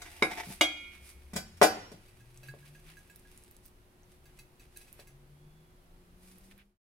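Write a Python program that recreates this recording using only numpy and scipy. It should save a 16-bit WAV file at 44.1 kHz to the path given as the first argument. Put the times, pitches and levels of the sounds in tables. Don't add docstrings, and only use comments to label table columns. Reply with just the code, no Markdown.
import sys
import numpy as np
from scipy import signal
from scipy.fft import rfft, irfft
from scipy.io import wavfile

SR = 44100
rng = np.random.default_rng(int(sys.argv[2]) if len(sys.argv) > 2 else 0)


def dump(signal):
    limited = np.clip(np.atleast_2d(signal).T, -1, 1)
    pcm = np.round(limited * 32767).astype(np.int16)
    wavfile.write(sys.argv[1], SR, pcm)


N = 307377
T = np.arange(N) / SR
HZ = np.fft.rfftfreq(N, 1 / SR)

# f/Hz, level/dB, t60/s
BLADE_MODES = [(2108, 2, 0.049), (2265, 0.5, 0.044), (2420, -20, 0.34), (2955, -6, 0.014),
               (3760, -4.5, 0.032), (3950, -12, 0.014), (5195, -16.5, 0.04), (10360, -21.5, 0.1)]


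def knife(room, let_go_s=0.6103, rock_db=3, rock_period_s=.245):
    # t/s, thud/dB, thud centre/Hz, table-top thump/dB, crack/dB, blade clank/dB
    blows = [(0.0186, -31.5, 1230, -54, -23.5, -38), (0.223, -8, 400, -23, -21.5, -30.5),
             (0.2242, -3, 1093, -50, -16, -8), (0.3168, -31.5, 1302, -40.5, -35, -30.5),
             (0.6103, -3.5, 881, -44.5, -3.5, -10.5), (0.6134, -11.5, 710, -39.5, -21.5, -20.5)]
    # f/Hz, level/dB, t60/s
    steel_modes = [(306, -3, .26), (1400, -24, .95), (2105, -14, .65), (2213, -5, .9), (2412, -10, .9),
                   (3063, -17, .42), (3278, -1.5, .47), (2880, 5, .13), (3670, 3, .09), (4753, -6, .12),
                   (5706, -16, .2), (6352, -20, .2), (8780, -10, .08), (10630, -22, .16)]
    clanks = strikes(blows, BLADE_MODES, room, wood_db=-2.5, crack_hz=8050,
                     room_db=-4.5, ring_room_db=-8.5, ring_lag_ms=0.049)
    rocking = amp(rock_db * np.cos(2 * np.pi * T[:SR] / rock_period_s))
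    free = np.zeros(N)
    add(free, let_go_s, amp(-19.5) * ring(steel_modes) * rocking)
    return clanks + at_microphone(free, room, room_db=-6, lag_ms=0.024)


def plate(room):
    # t/s, thud/dB, thud centre/Hz, table-top thump/dB, crack/dB, plate ring/dB
    knocks = [(1.3334, -32, 900, -27, -32, -48), (1.3559, -38, 2400, -25, -32, -50),
              (1.3612, -24, 700, -26, -17, -35), (1.5704, -42.5, 2399, -70, -44, -63),
              (1.6151, 3.5, 720, -24, -15, -29), (1.6246, -7.5, 400, -43.5, -18, -42.5),
              (1.6275, -6, 1700, -47.5, -7, -20), (1.6428, -10.5, 596.3, -51.5, -20, -44),
              (1.9171, -36, 400, -39, -40, -58)]
    # f/Hz, level/dB, t60/s
    plate_modes = [(2414, -20, .3), (4748, -6, .36), (5324, -14, .2), (5566, 0, .21), (8893, -10, .22),
                   (11930, -16, .2), (12270, -15, .2), (1521, -6, .2), (1960, 0, .09), (2380, 3, .08),
                   (3100, -3, .06), (4204, -14, .14), (6363, -21, .2), (7400, -14, .14), (10800, -15, .18)]
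    return strikes(knocks, plate_modes, room, wood_db=-3.5, crack_hz=10500,
                   room_db=2, ring_room_db=-4.5, ring_lag_ms=0.0033)


def strikes(blows, modes, room, wood_db, crack_hz, room_db, ring_room_db, ring_lag_ms):
    # f/Hz, level/dB, t60/s
    wood_modes = [(313.1, -18.5, .24), (340, -13, 0.074), (479.4, -15, .13), (529, -12, .08),
                  (660, -22.5, 0.12), (703, -16.5, 0.13), (764, -20.5, 0.3), (816, -24.5, 0.14),
                  (1068, -27, .18), (1352, -14, 0.09), (1498, -12, 0.064), (1652, -20, 0.22),
                  (1945, -18.5, 0.028)]
    top_modes = [(147.8, -11.5, 0.22), (205, 0, 0.057)]
    wood, top, body = amp(wood_db) * ring(wood_modes), ring(top_modes), ring(modes)
    impacts, ringing = np.zeros((2, N))
    for s, thud_db, thud_hz, thump_db, crack_db, ring_db in blows:
        add(impacts, s, amp(thud_db) * thud(thud_hz, wood) + amp(crack_db) * crack(crack_hz))
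        add(ringing, s, amp(thump_db) * top + amp(ring_db) * body)
    return (at_microphone(impacts, room, room_db, lag_ms=.13)
            + at_microphone(ringing, room, ring_room_db, ring_lag_ms))


def thud(hz, wood):
    force = push(hz, q=1.2)
    sound = signal.fftconvolve(wood, force)[:SR] / abs(rfft(force)).max()
    add(sound, 0, force)
    return sound


def crack(top_hz, rise_s=0.00059, decay_s=0.0048):
    t = T[:SR]
    grit = signal.lfilter(*signal.butter(2, [900, top_hz], "band", fs=SR), rng.standard_normal(SR))
    return .5 * unit(grit) * np.exp(-t / decay_s) * (1 - np.exp(-t / rise_s))


def scraping(room, blade_db=-6, drag_db=-49.5, lift_s=.56):
    # peak t/s, length/s, level/dB
    scrapes = [(0.321, .04, -32), (0.388, .05, -26.5), (0.525, .05, -47)]
    # f/Hz, level/dB
    grating_spectrum = [(180, -46.5), (300, -8), (574, -29.5), (690, -2), (844, -13.5), (1220, -22.5),
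                        (2130, -9), (3130, -21.5), (3660, -20.5), (4330, -28), (5630, -21.5), (6570, -29.5),
                        (12000, -30), (15600, -69), (22000, -120)]
    # f/Hz, level/dB, t60/s
    rasp_modes = [(744, 1, .05), (838, 7, .07)]
    slips = friction(room, per_s=160, spread_db=3, hiss=.3)
    singing = unit(signal.oaconvolve(slips, ring(rasp_modes + BLADE_MODES)[None], axes=1)[:, :N])
    drag = amp(drag_db) * np.clip((lift_s - T) / .05, 0, 1)
    pressure = drag + sum(amp(db) * stroke(s, length) for s, length, db in scrapes)
    return pressure * (colour(slips, grating_spectrum) + amp(blade_db) * singing)


def gripping(room, scratch_db=-8, scratch_s=0.009):
    # t/s, level/dB, treble against the lowest mode/dB
    ticks = [(2.083, -67, 16), (2.205, -53, 1), (2.432, -49.5, 6), (2.4854, -35, -7), (2.6277, -50.5, -13),
             (2.7509, -48, -3), (2.969, -42.5, -5.5), (3.098, -46.5, 0), (3.2512, -50.5, -11),
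             (4.2559, -55.5, 7), (4.389, -59.5, 19), (4.596, -61, 14), (4.7617, -49.5, 5),
             (4.8125, -62, 15.5), (4.88, -67, 14), (4.996, -57, 14), (5.072, -56.5, 12)]
    # f/Hz, level/dB, t60/s
    tick_modes = [(1648, 0, .12), (2094, -14, .12), (2560, -8, .06), (2624, -5, .08), (3990, -12, .07),
                  (4590, -12, .11), (5679, -21, .12), (6160, -15, .24), (6896, -23, .13), (7343, -21, .14),
                  (7885, -18, .15), (8780, -18, .15), (10169, -16, .17), (11919, -19, .14),
                  (12349, -19, .14), (13205, -19, .14), (14018, -17, .17)]
    # t/s, level/dB, centre f/Hz
    bumps = [(0.472, -33.5, 173), (0.488, -33.5, 143), (0.504, -31, 190), (1.94, -39, 174.4),
             (2.431, -43, 584), (2.5391, -33, 510), (4.993, -36, 570)]
    taps = np.zeros(N)
    lowest, *upper = [ring([mode], attack_s=0.00028) for mode in tick_modes]
    shape = (len(ticks), len(upper))
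    spots = rng.choice([-1, 1], shape) * rng.uniform(.3, 1.6, shape)
    for (s, db, treble_db), spot in zip(ticks, spots):
        scratch = amp(scratch_db) * rng.standard_normal(SR) * np.exp(-T[:SR] / scratch_s)
        add(taps, s, amp(db) * (lowest + amp(treble_db) * (spot @ upper + scratch)))
    for s, db, hz in bumps:
        add(taps, s, amp(db) * push(hz, q=2.7))
    return at_microphone(taps, room, room_db=-6, lag_ms=0.006)


def snapping(room, decay_s=0.00086):
    # t/s, level/dB, centre f/Hz
    snaps = [(2.3748, -31, 8000), (2.4765, -34, 10900), (2.8907, -42.5, 4000), (3.1598, -29, 11800),
             (3.1957, -38, 9920), (3.376, -29, 9000), (3.437, -36, 9220), (3.5118, -32, 12500),
             (3.5663, -36.5, 10200), (3.661, -29, 13450), (4.033, -47, 6000), (4.244, -44.5, 12000),
             (4.377, -47, 8000), (4.773, -20, 10500), (4.9283, -26, 11900), (4.9978, -38, 4450),
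             (6.3833, -36, 12800), (6.579, -36, 13000)]
    crust = np.zeros(N)
    for s, db, hz in snaps:
        fracture = rng.standard_normal(SR // 20) * np.exp(-T[:SR // 20] / decay_s)
        snap = signal.fftconvolve(fracture, push(hz, q=5.0))
        add(crust, s, amp(db) * snap / abs(snap).max())
    return at_microphone(crust, room, room_db=-11, lag_ms=0.027)


def rubbing(room, tear_start_s=2.3, tear_end_s=4.7):
    # peak t/s, length/s, crisp treble/dB, dull body/dB
    rubs = [(0.515, .08, -39.5, -59), (0.94, .07, -63, -50), (1.078, .09, -45.5, -56),
            (2.461, 0.068, -60, -52.5), (2.664, 0.042, -62, -56), (2.897, 0.063, -58, -47),
            (3.348, 0.15, -61, -61.5), (3.655, 0.053, -54, -77), (4.123, 0.07, -62.5, -64),
            (4.29, 0.11, -68, -62), (4.387, 0.076, -61, -62), (4.622, 0.044, -60, -56),
            (4.796, 0.11, -51.5, -60), (5.001, 0.042, -53, -51), (6.273, 0.18, -53, -61.5),
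            (6.461, .08, -57, -75.5), (6.515, 0.022, -61, -49.5), (6.601, 0.047, -82, -46)]
    # t/s, level/dB
    rustle = [(0, -50.5), (0.45, -45.5), (0.8, -57.5), (2.2, -62), (2.9, -59), (3.55, -64.5), (3.8, -78),
              (4.7, -71), (4.95, -57.5), (5.25, -76.5), (6.1, -86.5), (6.4, -69), (6.7, -70)]
    # f/Hz, level/dB
    crisp = [(2500, -14), (5000, -2.5), (7200, -5), (9500, 2.5), (13000, -5), (16000, -18)]
    dull = [(500, -17.5), (1200, 0), (2400, 8), (4000, -3.5), (6500, -20.5)]
    treble_gain, body_gain = level(rustle), level(rustle)
    for s, length, treble_db, body_db in rubs:
        swell = stroke(s, length)
        treble_gain += amp(treble_db) * swell
        body_gain += amp(body_db) * swell
    grains = friction(room, per_s=630, spread_db=7.0, hiss=0.997)
    crumbs = at_microphone(clicks(per_s=80, spread_db=4.0, cap=3), room, room_db=-5.5, lag_ms=0.014)
    tearing = (T > tear_start_s) & (T < tear_end_s)
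    treble = amp(-3) * colour(grains, crisp) + amp(-5) * tearing * colour(crumbs, crisp)
    body = amp(-4) * colour(grains, dull) + amp(-11) * tearing * colour(crumbs, dull)
    return treble_gain * treble + body_gain * body


def friction(room, per_s, spread_db, hiss):
    slips = unit(clicks(per_s, spread_db, cap=3.5) * amp(2 * drift(25)))
    return unit(at_microphone(slips, room, room_db=-3, lag_ms=0.042)) + hiss * diffuse(N)


def room_air(air_db=-51.5):
    # f/Hz, level/dB
    air_spectrum = [(15, -13.5), (28, -0.5), (50, -8), (85, -11), (130, -14), (200, -16.5), (300, -20.5),
                    (450, -23.5), (900, -26.5), (2100, -32.5), (4000, -36.5), (7000, -41.5), (11000, -38),
                    (16000, -47.5)]
    return amp(air_db) * colour(diffuse(N) + 0.25 * rng.standard_normal((2, N)), air_spectrum)


def appliance_hum(hz=361, db=-63.5):
    return glide([(0, hz, db), (T[-1], hz, db)], waver=0.0015)


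def far_engine():
    # t/s, f/Hz, level/dB
    revs = [(0, 76, -53), (0.95, 66, -53.5), (1.25, 68.2, -46.5), (2.05, 108.9, -59), (2.5, 133.6, -47),
            (2.9, 158.5, -53.5), (3.15, 173.4, -69.5), (3.8, 180, -72.5), (4.35, 137.6, -59),
            (4.8, 126, -70.5), (5.15, 138, -54.5), (5.45, 149, -48.5), (5.82, 165, -65.5),
            (6.1, 177, -55.5), (6.75, 203, -55.5)]
    return glide(revs, waver=0.0063)


def far_whistle():
    # t/s, f/Hz, level/dB
    arc = [(5.3, 2980, -83), (5.37, 3280, -75.5), (5.5, 3420, -74), (5.62, 3400, -74), (5.75, 3324, -82),
           (5.87, 2900, -81)]
    return glide(arc, waver=0.0038)


def kitchen(early_db=4.5, early_t60=0.15, late_db=-8.5, onset_s=0.00029):
    # f/Hz, t60/s
    decay_times = [(100, 1), (300, 0.58), (700, 0.5), (1500, 0.61), (3000, 0.72), (6000, 0.64),
                   (14000, 0.25)]
    t = T[:SR]
    hz, frame_s, bands = signal.stft(diffuse(SR), SR, nperseg=256)
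    decay = amp(-60 * frame_s / curve_at(decay_times, hz)[:, None])
    tail = signal.istft(bands * decay, SR, nperseg=256)[1][:, :SR]
    early = diffuse(SR) * amp(-60 * t / early_t60)
    onset = 1 - np.exp(-(t / onset_s) ** 2)
    return (amp(early_db) * unit(early * onset) + amp(late_db) * unit(tail * onset)) / np.sqrt(SR)


def at_microphone(direct, room, room_db, lag_ms):
    right = irfft(rfft(direct) * np.exp(-2j * np.pi * HZ * lag_ms / 1000), N)
    reflections = signal.oaconvolve(amp(room_db) * direct[None], room, axes=1)[:, :N]
    return np.array([direct, right]) + reflections


def diffuse(size, spacing_m=0.17):
    left, other = rfft(rng.standard_normal((2, size)))
    coherence = np.sinc(2 * np.fft.rfftfreq(size, 1 / SR) * spacing_m / 343)
    right = coherence * left + np.sqrt(1 - coherence ** 2) * other
    return irfft(np.array([left, right]), size)


def ring(modes, attack_s=0.00061):
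    t = T[:SR]
    sines = sum((-1) ** k * amp(db - 60 * t / t60) * np.sin(2 * np.pi * hz * t)
                for k, (hz, db, t60) in enumerate(modes))
    return sines * (1 - np.exp(-t / attack_s))


def push(hz, q):
    pulse = signal.lfilter(*signal.iirpeak(hz, q, SR), signal.unit_impulse(SR // 8))
    pulse = signal.lfilter(*signal.butter(1, min(2 * hz, SR / 2.5), fs=SR), pulse)
    return pulse / abs(pulse).max()


def clicks(per_s, spread_db, cap):
    impulses = (rng.random(N) < per_s / SR) * rng.choice([-1, 1], N)
    return impulses * amp(spread_db * np.minimum(rng.exponential(1, N), cap))


def stroke(peak_s, length_s, rise_share=.4):
    width = length_s * np.where(T < peak_s, rise_share, 1 - rise_share)
    return np.exp(-np.minimum(abs(T - peak_s) / width, 10) ** 2)


def glide(rows, waver):
    s, hz, _ = np.transpose(rows)
    turns = np.cumsum(np.interp(T, s, hz) * (1 + waver * drift(23))) / SR
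    return np.sqrt(2) * level(rows, column=2) * np.sin(2 * np.pi * turns) * amp(2.5 * drift(18))


def drift(cutoff_hz):
    return unit(irfft(rfft(rng.standard_normal(N)) / (1 + (HZ / cutoff_hz) ** 4), N))


def colour(x, spectrum):
    return unit(irfft(rfft(x) * amp(curve_at(spectrum, HZ)), N))


def curve_at(points, hz):
    f, value = np.transpose(points)
    return np.interp(np.log(hz + 1), np.log(f + 1), value)


def level(rows, column=1):
    rows = np.asarray(rows)
    return amp(np.interp(T, rows[:, 0], rows[:, column], left=-140, right=-140))


def add(mix, s, sound):
    part = mix[round(s * SR):][:len(sound)]
    part += sound[:len(part)]


def amp(db):
    return 10 ** (np.asarray(db) / 20)


def unit(x):
    return x / np.sqrt(np.mean(x ** 2) + 1e-20)


def scene():
    room = kitchen()
    close = knife(room) + plate(room) + scraping(room) + gripping(room) + snapping(room) + rubbing(room)
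    return close + room_air() + appliance_hum() + far_engine() + far_whistle()


def record(dry, edge_hz=16000):
    # f/Hz, level/dB
    port_balance = [(60, 2), (110, 2), (200, 0.5), (380, -1), (700, 4), (1290, -2.0), (2380, -3.0),
                    (4400, 0.5), (8120, 2), (15000, -10.5)]
    # t/s, level/dB
    fader = [(6.55, -8.5), (6.65, -16.5), (6.72, -24), (6.77, -34), (6.785, -65.5)]
    ported = irfft(rfft(dry) * amp(np.outer([.5, -.5], curve_at(port_balance, HZ))), N)
    faded = ported * amp(np.interp(T, *np.transpose(fader)))
    lowpass = signal.firwin(255, edge_hz, window=("kaiser", 9), fs=SR)
    return signal.oaconvolve(faded, lowpass[None], "same")


dry = scene()
out = record(dry)
dump(out)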